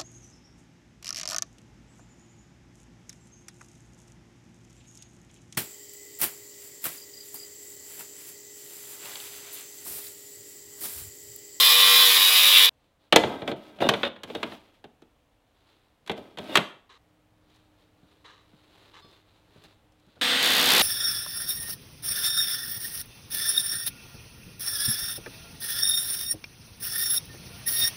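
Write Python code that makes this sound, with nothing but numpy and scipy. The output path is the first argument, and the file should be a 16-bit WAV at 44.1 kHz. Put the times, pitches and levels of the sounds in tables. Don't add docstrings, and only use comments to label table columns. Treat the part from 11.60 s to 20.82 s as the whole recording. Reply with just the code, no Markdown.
import sys
import numpy as np
from scipy import signal
from scipy.fft import rfft, irfft
from scipy.io import wavfile
from scipy.ndimage import uniform_filter1d, map_coordinates

SR = 44100
rng = np.random.default_rng(int(sys.argv[2]) if len(sys.argv) > 2 else 0)


def wav_out(sig):
    wavfile.write(sys.argv[1], SR, np.round(np.clip(np.atleast_2d(sig).T, -1, 1) * 32767).astype(np.int16))


N = 406602
T = np.arange(N) / SR

CUT_END_S, BELT_START_S, TOUCH_S = 1.094, 8.612, 8.826

# (frequency [Hz], relative level [dB], decay time t60 [s])
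HOLSTER_MODES = [(188, -6.5, 0.3), (208, -4, 0.48), (247.4, -4, 0.24), (291.7, -2.5, 0.1),
                 (401, -5.5, 0.22), (445, -3.5, 0.22), (561, -7.5, 0.035), (621, -4, .25),
                 (780, -4.5, 0.095), (950, -3.5, 0.13), (1280, -5.5, 0.22), (1575, -3.5, 0.11),
                 (2060, -7.5, 0.13), (2365, -11.5, 0.15), (3360, -7, .08), (3725, -6.5, .07)]


def undb(db):
    return 10 ** (np.asarray(db) / 20)


def unit(x):
    return x / np.sqrt(np.mean(x ** 2))


def noise():
    return rng.standard_normal(N)


def curve(table):
    s, value = np.transpose(table)
    return np.interp(T, s, value)


def during(start, end, fade):
    return np.clip(np.minimum(T - start, end - T) / fade, 0, 1)


def walk(rate):
    k = int(SR / rate)
    held = np.repeat(rng.standard_normal(N // k + 1), k)
    return 1.2 * uniform_filter1d(held, k)[:N]


def colour(x, spectrum):
    size = 4096
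    hz, db = np.transpose(spectrum)
    bins_hz = np.arange(size // 2 + 1) * SR / size
    gain = unit(undb(np.interp(np.log(bins_hz + 1), np.log(hz), db)))
    cepstrum = irfft(np.log(gain))
    cepstrum[1:size // 2] *= 2
    cepstrum[size // 2 + 1:] = 0
    impulse_response = irfft(np.exp(rfft(cepstrum)))
    return signal.oaconvolve(x, impulse_response)[:len(x)]


def band(x, lo_hz, hi_hz, order=2):
    edges_hz = [max(lo_hz, 10), min(hi_hz, SR / 2.1)]
    sos = signal.butter(order, edges_hz, "band", fs=SR, output="sos")
    return signal.sosfilt(sos, x + 1e-18)


def resonate(x, peaks):
    return unit(sum(undb(db) * band(x, hz - width / 2, hz + width / 2, order=1) for hz, width, db in peaks))


def ring(modes):
    t = T[:SR]
    return sum(undb(db - 60 * t / t60) * np.sin(2 * np.pi * hz * t) * rng.choice([-1, 1])
               for hz, db, t60 in modes)


def struck(taps, modes):
    hits = np.zeros(N)
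    for s, db in taps:
        hits[int(s * SR)] = undb(db)
    return signal.oaconvolve(hits, ring(modes))[:N]


def bursts(times, dbs, t60, contact_s=.005, attack_s=0.00083):
    power = np.zeros(N)
    t = T[:SR // 2]
    shape = np.minimum(t / attack_s, 1) ** 2 * undb(-60 * np.maximum(t - contact_s, 0) / t60)
    for s, db in zip(times, dbs):
        part = power[int(s * SR):][:len(t)]
        part += (undb(db) * shape[:len(part)]) ** 2
    return np.sqrt(power) * noise()


def grains(rate, spread_db):
    present = rng.random(N) < rate / SR
    size_db = spread_db * np.minimum(rng.exponential(size=N), 5)
    return unit(noise() * present * undb(size_db))


def strokes(table, edge_s=0.0094):
    return sum(undb(db - fade_db * np.clip((T - s) / length, 0, 1)) * during(s, s + length, edge_s)
               for s, length, db, fade_db in table)


def swells(table, rise, depth_db):
    power = 0
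    for s, length, db in table:
        distance = np.maximum((s - T) / rise, T - s) / length
        power = power + undb(db - depth_db * np.minimum(distance, 10)) ** 2
    return np.sqrt(power)


def wheel_face(turns, keep, count=448):
    fresh = rng.standard_normal((int(turns[-1]) + 22, count))
    face = signal.lfilter([1], [1, -keep], fresh, axis=0)
    return unit(map_coordinates(face.ravel(), [(turns + 20) * count], order=3))


def gear_whine(turns, load):
    # (multiple of wheel speed, unloaded level [dB], change at full load [dB])
    gears = [(5, -42, -10), (11, -38.5, -3), (12, -40, -12), (25, -32.5, -5), (26, -37, -3), (27, -45, 11),
             (30, -36, -8), (31, -32, -2), (32, -34.5, -4), (36, -27, -9), (37, -29.5, -9), (39, -31, -12),
             (40, -39, 9), (41, -34, 7), (42, -34.5, -1), (48, -48, 13), (49, -33.5, -13), (51, -38, -6),
             (53, -37, -9)]
    whine = 0
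    for multiple, db, load_db in gears:
        gain = undb(db + load_db * load + 3.1 * walk(24)) * np.sqrt(2)
        whine = whine + gain * np.sin(2 * np.pi * (multiple * turns + rng.random()))
    return whine


def angle_grinder():
    # (time [s], wheel speed [turns per s])
    wheel_speed = [(0.0, 97.5), (0.18, 97.5), (0.424, 96.6), (0.682, 93.9), (0.83, 92.7), (1.058, 94.5),
                   (1.08, 94.2)]
    # (time [s], level [dB])
    feed = [(0, 1), (.22, -0.8), (.38, 1), (.7, -1.5), (.88, -0.2), (1.04, 0)]
    # (frequency [Hz], relative spectral density [dB])
    steel_spectrum = [(100, -47), (200, -31), (300, -28.5), (450, -22), (600, -21), (880, -19),
                      (1080, -8.5), (1400, -17), (2000, -9), (2750, -11), (3530, 1), (4000, -2.5),
                      (4300, -10), (5000, -10), (6500, -28.5), (8500, -55.5)]
    # (frequency [Hz], width [Hz], relative level [dB])
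    guard_peaks = [(1056, 40, -10.5), (2457, 51, 0.5), (3000, 53, -4), (3550, 100, -4), (3646, 43, -8),
                   (4960, 23, -2.5), (4860, 20, -11)]
    # (frequency [Hz], relative spectral density [dB])
    rasp_spectrum = [(1060, -41), (1800, -20.5), (2500, -13), (2680, -8), (2820, -6.5), (3100, -3.5),
                     (3300, -3.5), (3600, -4.5), (4420, -27), (7480, -120)]
    # (frequency [Hz], relative spectral density [dB])
    grit_spectrum = [(4000, -32), (5500, -2), (6200, -7), (7800, -3), (8700, -10.5), (9300, -6.5),
                     (9900, 3), (11300, -4.5), (12400, 3), (12900, -3.5), (13500, 1), (14400, -1),
                     (15200, -0.5), (15800, -6)]
    base_steel_db, base_grit_db, grit_per_feed = -17.5, -21.5, 0.8
    rub_db, bind_db, bind_s, bind_width_s = -31, -16, 0.97, 0.044
    lift_s, lift_length_s, lift_grit_db, lift_steel_db = 1.054, .022, -12, -5

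    speed = curve(wheel_speed)
    load = (speed.max() - speed) / np.ptp(speed)
    turns = np.cumsum(speed * (1 + 0.00077 * walk(30))) / SR
    feed_db = curve(feed)
    lift = np.clip((T - lift_s) / lift_length_s, 0, 1)
    steel_db = base_steel_db + feed_db + lift_steel_db * lift
    grit_db = base_grit_db + grit_per_feed * feed_db + lift_grit_db * lift
    binding = undb(rub_db) + undb(bind_db) * np.exp(-((T - bind_s) / bind_width_s) ** 2)
    runout = np.cos(2 * np.pi * turns)

    def scratch(keep, loose_db, throb_db):
        contact = wheel_face(turns, keep) + undb(loose_db) * grains(9000, 0.71)
        return contact * undb(throb_db * runout + .8 * walk(70))

    steel = unit(colour(scratch(keep=.9, loose_db=-2.0, throb_db=-0.5), steel_spectrum))
    guard = undb(-9) * resonate(scratch(keep=.8, loose_db=-3, throb_db=-3.0), guard_peaks)
    rasp = unit(colour(scratch(keep=.85, loose_db=-5, throb_db=0.5), rasp_spectrum))
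    hiss = unit(colour(scratch(keep=.85, loose_db=0, throb_db=1.5), grit_spectrum))
    cut = (steel + guard) * undb(steel_db) + rasp * binding + hiss * undb(grit_db)
    return (cut + gear_whine(turns, load)) * during(-1, CUT_END_S, .002)


def running_belt():
    # (frequency [Hz], relative spectral density [dB])
    belt_spectrum = [(29, -51), (50, -30), (134, -19), (257, -5.5), (426, -15), (493, -7), (583, -13),
                     (742, -7.5), (991, -12), (1900, -1.5), (2300, -6), (3550, 0.5), (6330, -19.5),
                     (8050, -20.5), (15800, -26)]
    # (frequency [Hz], level [dB])
    belt_tones = [(263.8, -45), (489.9, -43.5), (1217, -47), (1954, -42), (3133, -41), (3235, -55),
                  (3472, -40), (3558, -38), (3957, -41), (4387, -54), (4727, -51), (6632, -49),
                  (8290, -44.5)]
    belt_db = -23.5
    rush = unit(colour(noise(), belt_spectrum)) * undb(belt_db + 0.51 * walk(40))
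    whine = 0
    for hz, db in belt_tones:
        phase = 2 * np.pi * hz * np.cumsum(1 + 0.00124 * walk(40)) / SR
        whine = whine + undb(db + .8 * walk(5.5)) * np.sqrt(2) * np.sin(phase)
    return (rush + whine) * during(BELT_START_S, 10, 0.0009)


def bit_on_belt():
    # (time [s], level [dB])
    press = [(8.826, -20), (8.89, -20.5), (8.96, -20), (9.03, -19.5), (9.1, -16.5), (9.22, -14)]
    # (frequency [Hz], relative spectral density [dB])
    bit_spectrum = [(300, -9.5), (1000, -7.5), (2200, -7), (3400, 1), (4600, 5), (6500, -9), (8500, -15),
                    (10500, -11.5), (14000, -13.5), (15800, -19)]
    chatter_hz = 65.2
    bounce = np.cos(2 * np.pi * chatter_hz * (T - TOUCH_S - .003))
    bite = unit(colour(grains(14000, 1.8), bit_spectrum))
    hiss = band(bite, 5500, 18000) * undb(5 * bounce - 1.5)
    steel = band(bite, 160, 3760) * undb(1.4 * bounce)
    return (steel + hiss) * undb(curve(press)) * during(TOUCH_S, 10, 0.0027)


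def knocks():
    # (time [s], clack level [dB], thump over clack [dB], tick over clack [dB])
    blow_table = [(1.524, -10, -6.5, -14), (1.559, -7.5, -4.5, -6), (1.635, -24.5, 3, -25),
                  (1.818, -37.5, 7, -22), (1.876, -28, -1, -15.5), (1.914, -32.5, 4.5, -19),
                  (2.186, -47, 3, -15.5), (2.204, -32.5, 2, -21), (2.22, -27, 8, -18),
                  (2.288, -14.5, -1.5, -7.5), (2.336, -23, -4.5, -18), (2.431, -21, -9, -25),
                  (2.449, -29, -15, -20), (2.464, -32.5, -5, -30), (2.561, -45.5, -5, -25),
                  (2.633, -35.5, -7, -6), (2.699, -42, 4.5, -20), (2.749, -32.5, 1, -10.5),
                  (2.829, -25.5, -4.5, -17), (2.919, -42, -0.5, -26), (3.24, -47, 2.5, -13),
                  (3.419, -59.5, 3.5, -4.5), (4.462, -52.5, -7.5, -3), (4.474, -40.5, -13, -6),
                  (4.495, -27, -0.5, -18), (4.514, -34.5, -3, -10.5), (4.577, -51, 10.5, -5),
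                  (4.772, -39, -7, -15), (4.784, -33, -3.5, -12.5), (4.954, -11.5, -13, -9.5),
                  (4.97, -13, -9, -11)]
    # (frequency [Hz], relative spectral density [dB])
    clack_spectrum = [(35, -49.5), (60, -12.5), (425, 3), (700, 1), (919, -3.5), (1160, -6.5), (1270, -6.5),
                      (2030, -7.5), (2230, -7.5), (2950, -8.5), (3240, -4), (4180, -11), (4810, -21.5),
                      (12200, -33.5), (15800, -34.5)]
    blow_attack_s, blow_contact_s, blow_t60_s = 0.0011, .0042, .047
    tick_attack_s, tick_contact_s, tick_t60_s, tick_gain_db = .0015, 0.0015, 0.032, 3.5
    boom_db, boom_per_thump = -15, .75
    s, clack_db, weight_db, edge_db = np.transpose(blow_table)
    thump_db = clack_db + weight_db
    reference = colour(noise(), clack_spectrum)

    def register(dbs, t60, lo_hz, hi_hz, contact_s=blow_contact_s, attack_s=blow_attack_s):
        blows = colour(bursts(s, dbs, t60, contact_s, attack_s), clack_spectrum)
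        return band(blows, lo_hz, hi_hz, order=3) / np.std(band(reference, lo_hz, hi_hz, order=3))

    boom = register(boom_db + boom_per_thump * thump_db, 4 * blow_t60_s, 70, 300)
    thump = register(thump_db, 2.4 * blow_t60_s, 250, 900)
    clack = register(clack_db, blow_t60_s, 900, 4100)
    tick_db = clack_db + edge_db + tick_gain_db
    tick = register(tick_db, tick_t60_s, 4600, 14000, tick_contact_s, tick_attack_s)
    body = signal.oaconvolve(boom + thump + clack, ring(HOLSTER_MODES))[:N]
    return boom + thump + clack + tick + undb(-59) * body


def judders():
    # (time [s], length [s], level before the band-pass [dB], fade over the length [dB])
    judder_strokes = [(2.21, 0.1, -30, -0.5), (2.43, 0.057, -24.5, 4), (2.745, 0.046, -37, 6),
                      (4.885, 0.1, -37.5, 0)]
    # (frequency [Hz], width [Hz], relative level [dB])
    judder_peaks = [(543, 24, 9.5), (1090, 150, -11), (1910, 120, -13), (2880, 127, -4), (3633, 140, 0.5),
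                    (3624, 120, -6)]
    slips = resonate(grains(2000, 2), judder_peaks)
    return band(slips, 510, 3120, order=3) * strokes(judder_strokes)


def slides():
    # (time [s], length [s], rumble level [dB], scrape level [dB], fade over the length [dB])
    slide_table = [(1.647, .3, -31.5, -41, 15.5), (1.882, 0.038, -37, -42, 6), (1.954, 0.39, -52, -53, 4.5),
                   (2.2, .085, -31, -37, -2), (2.351, 0.14, -41.5, -42.5, 4), (2.668, 0.29, -51, -48, -1),
                   (2.947, 0.27, -59, -52.5, 15.5), (4.556, 0.232, -48.5, -52.5, 13),
                   (4.794, .175, -51.5, -48, -14.5)]
    # (frequency [Hz], relative spectral density [dB])
    slide_spectrum = [(35, -52), (60, -20), (103, -4), (142, -21), (300, -2), (501, -15.5), (563, -8),
                      (919, -14.5), (1400, -23.5), (3390, -20.5), (4810, -29.5), (11900, -61.5),
                      (15800, -55.5)]
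    middle_db, top_db, edge_s = -6, -19.5, 0.011
    rub = unit(band(colour(grains(1200, 1.7), slide_spectrum), 150, 1200))
    hollow = unit(signal.oaconvolve(grains(1100, 2.01), ring(HOLSTER_MODES))[:N])
    scrape = unit(band(colour(grains(5500, 1.8), slide_spectrum), 1200, 16000))
    hiss = unit(band(grains(9000, 1.5), 5000, 14500, order=1))
    gritty = (undb(middle_db) * scrape + undb(top_db) * hiss) * undb(2 * walk(50))
    s, length, rumble_db, scrape_db, fade_db = np.transpose(slide_table)
    rumbling = strokes(zip(s, length, rumble_db, fade_db), edge_s)
    scraping = strokes(zip(s, length, scrape_db, fade_db), edge_s)
    return (rub + undb(-4) * hollow) * rumbling + gritty * scraping


def shelf_booms():
    # (time [s], level [dB])
    bumps = [(4.505, -37), (4.797, -43), (4.982, -29)]
    # (frequency [Hz], relative level [dB], decay time t60 [s])
    shelf_modes = [(135, -6, .15), (165, -5, .15), (186, -3, .15), (212, 0, .16), (245, -7, .14),
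                   (404, -7, .18), (603, -13, .16)]
    return band(struck(bumps, shelf_modes), 100, 900)


def rustling_clothes():
    # (time of the height [s], length [s], level [dB])
    rustles = [(1.25, 0.13, -71), (1.445, .06, -64.5), (4.1, 0.29, -64), (5.96, .2, -64),
               (6.215, 0.077, -63.5), (6.52, 0.27, -67), (7.0, 0.16, -66), (7.27, 0.56, -58),
               (7.53, .2, -60), (7.76, .15, -67.5), (7.965, 0.1, -60.5), (8.05, 0.15, -57.5),
               (8.57, 0.26, -62.5)]
    # (frequency [Hz], relative spectral density [dB])
    cloth_spectrum = [(180, -41), (300, -3), (403, -1.5), (480, -12), (928, -7.5), (1250, -10.5),
                      (2200, -13.5), (3120, -11), (3920, -8), (5530, -24.5), (15000, -34.5)]
    cloth = unit(colour(grains(5000, 2.1), cloth_spectrum)) * undb(1.1 * walk(35))
    return cloth * swells(rustles, rise=0.94, depth_db=18)


def scuffs():
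    # (time [s], length [s], relative level [dB], fade over the length [dB])
    scuff_strokes = [(5.29, 0.093, -51, 8), (6.642, 0.23, -48, 20.5), (7.333, 0.075, -50, 0.5)]
    # (frequency [Hz], relative spectral density [dB])
    sole_spectrum = [(240, -19), (400, 1), (493, 1), (758, -30), (842, -10), (907, 1), (1240, 6),
                     (1370, -5), (1740, 1), (2420, -4), (3900, 3.5), (5910, -33), (14000, -56)]
    # (frequency [Hz], width [Hz], relative level [dB])
    sole_peaks = [(830, 160, 3), (1160, 410, -15), (1610, 160, -4), (2890, 150, -2), (3450, 43, 11),
                  (3800, 260, 13)]
    grit = grains(6000, 1.1)
    rough = undb(-0.5) * unit(colour(grit, sole_spectrum))
    resonant = undb(-4.0) * band(resonate(grit, sole_peaks), 590, 7100)
    return (rough + resonant) * strokes(scuff_strokes)


def footfalls():
    # (time [s], level [dB])
    steps = [(5.89, -65), (6.43, -55.5), (6.93, -54), (7.443, -51.5), (7.96, -51), (8.041, -54.5),
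             (8.47, -56.5), (8.564, -48.5)]
    # (frequency [Hz], relative spectral density [dB])
    step_spectrum = [(29, -21), (50, -9), (168, -2), (454, -14), (726, -16.5), (1050, -29), (1500, -19),
                     (1950, -51), (3300, -120)]
    return colour(bursts(*np.transpose(steps), t60=0.17, contact_s=0.0032), step_spectrum)


def dry_clicks():
    # (time [s], level before the band-pass [dB])
    clicks = [(5.9, -69.5), (5.943, -63), (5.959, -60), (7.511, -62), (8.037, -52.5), (8.32, -65),
              (8.397, -64), (8.464, -66)]
    contacts = bursts(*np.transpose(clicks), t60=0.037, contact_s=.003)
    return band(contacts, 2500, 7200, order=1)


def metal_clinks():
    # (time [s], level [dB])
    clinks = [(7.423, -60.5), (7.513, -70)]
    # (frequency [Hz], relative level [dB], decay time t60 [s])
    clink_modes = [(1150, 2, .55), (3480, -2, .5), (3600, 1, .5), (4270, 1, .45), (5050, -3, .55)]
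    return struck(clinks, clink_modes)


def walker():
    return rustling_clothes() + scuffs() + footfalls() + dry_clicks() + metal_clinks()


def workshop_air():
    # (frequency [Hz], relative spectral density [dB])
    air_spectrum = [(15, -37), (25, -6.5), (102, -3), (174, -11.5), (200, -13), (307, -8), (382, -24),
                    (425, -12), (587, -11.5), (1510, -21.5), (3300, -24.5), (4950, -32.5), (15800, -39.5)]
    # (centre frequency [Hz], relative level [dB])
    hum_tones = [(48.4, -88), (102.3, -72), (172.3, -77), (306.8, -71.5)]
    air_db, open_floor_db = -67, 1.7
    open_floor = during(5.38, 10, 0.018)
    hum = 0
    for hz, db in hum_tones:
        phase = 2 * np.pi * np.cumsum(hz + 1.645 * walk(15)) / SR
        hum = hum + undb(db + 2 * walk(7.1)) * np.sqrt(2) * np.sin(phase)
    air_level_db = air_db + open_floor_db * open_floor + 1.0 * walk(2.7)
    air = unit(colour(noise(), air_spectrum)) * undb(air_level_db)
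    return air * during(CUT_END_S, 10, 0.0025) + undb(-1) * hum * open_floor


def room(x, wet_db, t60_low, t60_high):
    t = T[:SR]
    t60_mid = np.sqrt(t60_low * t60_high)
    low = band(rng.standard_normal(SR), 100, 1000) * undb(-60 * t / t60_low)
    mid = band(rng.standard_normal(SR), 1000, 4300) * undb(-2.5 - 60 * t / t60_mid)
    high = band(rng.standard_normal(SR), 4300, 15000) * undb(-5 - 60 * t / t60_high)
    tail = (low + mid + high) * np.clip(t / 0.0043, 0, 1)
    return x + undb(wet_db) * signal.oaconvolve(x, tail)[:N]


def scene():
    reverberant = room(knocks() + judders(), wet_db=-40.5, t60_low=0.45, t60_high=0.34)
    holsters = reverberant + slides() + shelf_booms()
    belt_grinder = running_belt() + bit_on_belt()
    return (angle_grinder() + belt_grinder + holsters + walker() + workshop_air())[None]


def record(dry):
    top_hz = 15850
    low_pass = signal.ellip(10, .2, 70, top_hz, fs=SR, output="sos")
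    return signal.sosfilt(low_pass, np.clip(dry, -1, 1))


dry = scene()
out = record(dry)
wav_out(out)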